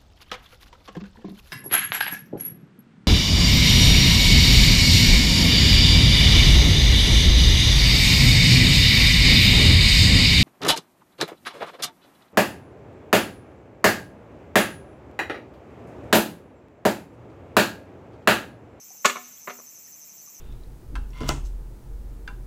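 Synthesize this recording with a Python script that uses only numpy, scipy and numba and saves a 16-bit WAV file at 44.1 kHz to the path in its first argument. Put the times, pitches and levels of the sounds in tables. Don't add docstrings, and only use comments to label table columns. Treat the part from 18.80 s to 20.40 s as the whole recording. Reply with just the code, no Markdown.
import sys
import numpy as np
from scipy import signal
from scipy.fft import rfft, irfft
from scipy.io import wavfile
from numba import njit

SR = 44100
rng = np.random.default_rng(int(sys.argv[2]) if len(sys.argv) > 2 else 0)


def inscribe(sig):
    pcm = np.round(np.clip(np.atleast_2d(sig).T, -1, 1) * 32767)
    wavfile.write(sys.argv[1], SR, pcm.astype(np.int16))


N = 70560


def undb(db):
    return 10 ** (np.asarray(db) / 20)


def unit(x):
    return x / np.sqrt(np.mean(x ** 2))


def fade(t60):
    return np.exp(-np.log(1000) * np.arange(N) / SR / t60)


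def delayed(x, seconds):
    silence = np.zeros(max(int(seconds * SR), 0))
    return np.concatenate([silence, x])[:N]


def above(x, hz, order=1):
    return signal.sosfilt(signal.butter(order, hz, "high", fs=SR, output="sos"), x)


def noise(points):
    hz, db = np.array(points).T
    f = np.maximum(np.fft.rfftfreq(N, 1 / SR), 1)
    gain = undb(np.interp(np.log(f), np.log(hz), db))
    return unit(irfft(rfft(rng.standard_normal(N)) * gain, N))


def echoes(x, db, t60, delay):
    tail = delayed(rng.standard_normal(N) * fade(t60), delay)
    tail /= np.sqrt(np.sum(tail ** 2))
    return undb(db) * signal.fftconvolve(x, tail)[:N]


@njit
def resonance(x, hz, width):
    y, z = np.empty(len(x)), 0j
    for i in range(len(x)):
        z = z * np.exp((2j * hz[i] - width) * np.pi / SR) + x[i] + 1e-18
        y[i] = z.real
    return y


# (time [s], level [dB], brightness limit [Hz], extra crack level [dB], body level [dB])
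CONTACTS = [(0.2461, -15, 8060, 6.5, 1.5), (.2497, 2.5, 2600, -6, -1.5), (0.2544, -13, 8760, 15, -3.5),
            (0.2601, -8, 5000, 2, -7.5), (.2930, -20.5, 3950, -5, -10), (0.2973, -20, 5130, 9, -6),
            (.3525, -32.5, 2220, 9, -9), (0.3569, -17.5, 2100, 1.5, 3), (0.3664, -19.5, 1710, 3, -6.5),
            (0.6732, -24, 1770, 5.5, 7.5), (0.6764, -12.5, 1500, -0.5, 4), (.6960, -29, 2530, 11.5, -4.5),
            (.7040, -29, 2300, 10, -9), (.7865, -37, 650, 16, -8), (.7970, -34, 758, 7, -1)]
# (frequency [Hz], level [dB], time to fade 60 dB [s])
TUBE_MODES = [(181, -30, .06), (245, -39, 0.7), (399, -31.5, 0.24), (604, -24, 0.081), (727, -29, 0.22),
              (1052, -13.5, 0.072), (1180.5, -16.5, 0.053), (1269, -23, 0.084), (1420, -16, 0.037),
              (1724, -22, 0.11), (1774, -27.5, 0.13), (2139, -29, .06), (2188, -18.5, 0.058),
              (2295, -25, 0.048)]
# (frequency [Hz], relative level [dB])
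CRACK_COLOUR = [(60, -38.5), (170, -4), (300, -11), (550, -1), (850, -8), (1150, 6), (1600, -2),
                (2300, 3.5), (3100, -5), (4000, -3), (5200, -9), (6600, -3), (8000, -6), (9300, -17.5),
                (15000, -5.5)]
CRACK_DB, CRACK_RISE_S, CRACK_T60_S, CRACK_LOW_HZ = -7.5, 0.00077, 0.049, 173
BODY_TOP_HZ = 500


def bamboo():
    t = np.arange(N) / SR
    body, wall = np.zeros(N), np.zeros(N)
    for k, (hz, db, t60) in enumerate(TUBE_MODES):
        sign = (-1) ** k
        tone = sign * undb(db) * fade(t60) * np.sin(2 * np.pi * hz * t)
        if hz < BODY_TOP_HZ:
            body += tone
        else:
            wall += tone
    burst = (1 - np.exp(-t / CRACK_RISE_S)) * fade(CRACK_T60_S)
    out = np.zeros(N)
    for start, db, bright_hz, crack_db, body_db in CONTACTS:
        crack = above(noise(CRACK_COLOUR) * burst, CRACK_LOW_HZ, order=4)
        blow = wall + undb(body_db) * body + undb(CRACK_DB + crack_db) * crack
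        dulling = signal.butter(2, bright_hz, fs=SR, output="sos")
        out += undb(db) * delayed(signal.sosfilt(dulling, blow), start)
    return above(out, 150, order=2)


SCATTER_DB, SCATTER_T60_S, SCATTER_DELAY_S, SCATTER_LOW_HZ = -8.5, 0.22, .005, 583
CANOPY_DB, CANOPY_T60_S, CANOPY_LOW_HZ = -6, .25, 8250
GARDEN_DB, GARDEN_T60_S, GARDEN_LOW_HZ = -21.5, 0.9, 1980


def garden(x):
    close = echoes(above(x, SCATTER_LOW_HZ), SCATTER_DB, SCATTER_T60_S, SCATTER_DELAY_S)
    canopy = echoes(above(x, CANOPY_LOW_HZ, order=2), CANOPY_DB, CANOPY_T60_S, .015)
    trees = echoes(above(x, GARDEN_LOW_HZ, order=2), GARDEN_DB, GARDEN_T60_S, .03)
    return x + close + canopy + trees


# (time [s], rate [swings per s])
ABDOMEN_SWING = [(0, 11.1), (.5, 11.72), (1.6, 11.72)]
SWING_CREST_S = .497
SWING_SQUARENESS = 3.4


def abdomen_lift():
    t = np.arange(N) / SR
    turns = np.cumsum(np.interp(t, *np.array(ABDOMEN_SWING).T)) / SR
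    swing = np.cos(2 * np.pi * (turns - np.interp(SWING_CREST_S, t, turns)))
    squared = np.tanh(SWING_SQUARENESS * swing) / np.tanh(SWING_SQUARENESS)
    return np.clip(.5 + .5 * squared, 0, 1)


# (time [s], rate [Hz])
TYMBAL_RATE = [(0, 297.4), (.5, 301.1), (1.6, 301.3)]
WEAK_CLICK_DB, WEAK_CLICK_LATE_S = -3.5, .00022
CLICK_SCATTER_DB, CLICK_JITTER_S = 1, .00002


def tymbal_clicks():
    t = np.arange(N) / SR
    cycles = np.cumsum(np.interp(t, *np.array(TYMBAL_RATE).T)) / SR
    beats = np.flatnonzero(np.diff(np.floor(cycles)))
    late, size = rng.standard_normal((len(beats), 2)).T
    weak = np.arange(len(beats)) % 2
    shift_s = late * CLICK_JITTER_S + weak * WEAK_CLICK_LATE_S
    at = np.clip(beats + np.round(shift_s * SR).astype(int), 0, N - 1)
    clicks = np.zeros(N)
    clicks[at] = undb(CLICK_SCATTER_DB * size + WEAK_CLICK_DB * weak)
    return clicks


# (frequency at trough [Hz], frequency at crest [Hz], width of first pass [Hz],
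# level at trough [dB], level at crest [dB], bend of the sweep [power])
CICADA_RESONANCES = [(6112, 7294, 450, -51, -55.5, 1.33), (12000, 14750, 1800, -59.5, -50.5, 1.34)]
CICADA_ECHO_DB, CICADA_ECHO_T60_S = -2.5, 0.12


def cicada():
    lift, clicks = abdomen_lift(), tymbal_clicks()
    out = np.zeros(N)
    for low_hz, high_hz, width, low_db, high_db, bend in CICADA_RESONANCES:
        hz = low_hz + (high_hz - low_hz) * lift ** bend
        first_pass = resonance(clicks, hz, 1. * width)
        buzz = resonance(first_pass, hz, 2. * width)
        out += unit(buzz) * undb(low_db + (high_db - low_db) * lift)
    return out + echoes(out, CICADA_ECHO_DB, CICADA_ECHO_T60_S, .001)


# (frequency [Hz], relative level [dB])
CHORUS_COLOUR = [(4000, -37.5), (5180, -23.5), (5380, -5.5), (6200, 6), (7000, -6), (8050, 0),
                 (8650, -32.5), (10000, -31.5), (11500, -3), (13000, -10.5), (15300, -12)]
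CHORUS_DB = -52.5
WHINE_HZ, WHINE_WIDTH_HZ, WHINE_DB = 5356, 24, -64.5


def chorus():
    hiss = noise(CHORUS_COLOUR)
    whine = resonance(rng.standard_normal(N), np.full(N, 1. * WHINE_HZ), 1. * WHINE_WIDTH_HZ)
    return undb(CHORUS_DB) * hiss + undb(WHINE_DB) * unit(whine)


# (frequency [Hz], relative level [dB])
STREAM_COLOUR = [(25, -20), (60, -8), (100, 0), (200, 3.5), (400, -1.5), (900, -3), (1700, -8.5),
                 (2500, -2), (3500, -12), (5000, -6.5), (9000, -15.5), (15000, -16)]
STREAM_DB = -60
# (time [s], starting frequency [Hz], level [dB], time to fade 60 dB [s])
DRIP_LIST = [(.106, 748, -47, 0.058), (.148, 804, -54, 0.067), (.576, 3370, -47, 0.014),
             (1.079, 1855, -53.5, 0.043), (1.277, 2400, -58, .09), (1.244, 3840, -56, 0.017),
             (1.417, 4500, -54.5, 0.034), (1.475, 1142, -50.5, .05)]
DRIP_RISE_PER_S = 1.5


def stream():
    t = np.arange(N) / SR
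    drips = np.zeros(N)
    for start, hz, db, t60 in DRIP_LIST:
        cycles = hz * t * (1 + DRIP_RISE_PER_S * t / 2)
        bubble = undb(db) * fade(t60) * np.sin(2 * np.pi * cycles)
        drips += delayed(bubble, start)
    return undb(STREAM_DB) * noise(STREAM_COLOUR) + garden(drips)


def scene():
    return (garden(bamboo()) + cicada() + chorus() + stream())[None]


TOP_HZ = 15200


def record(dry):
    bass_cut = signal.butter(2, 80, "high", fs=SR, output="sos")
    top_cut = signal.ellip(12, .2, 70, TOP_HZ, fs=SR, output="sos")
    return signal.sosfilt(top_cut, signal.sosfilt(bass_cut, dry))


dry = scene()
out = record(dry)
inscribe(out)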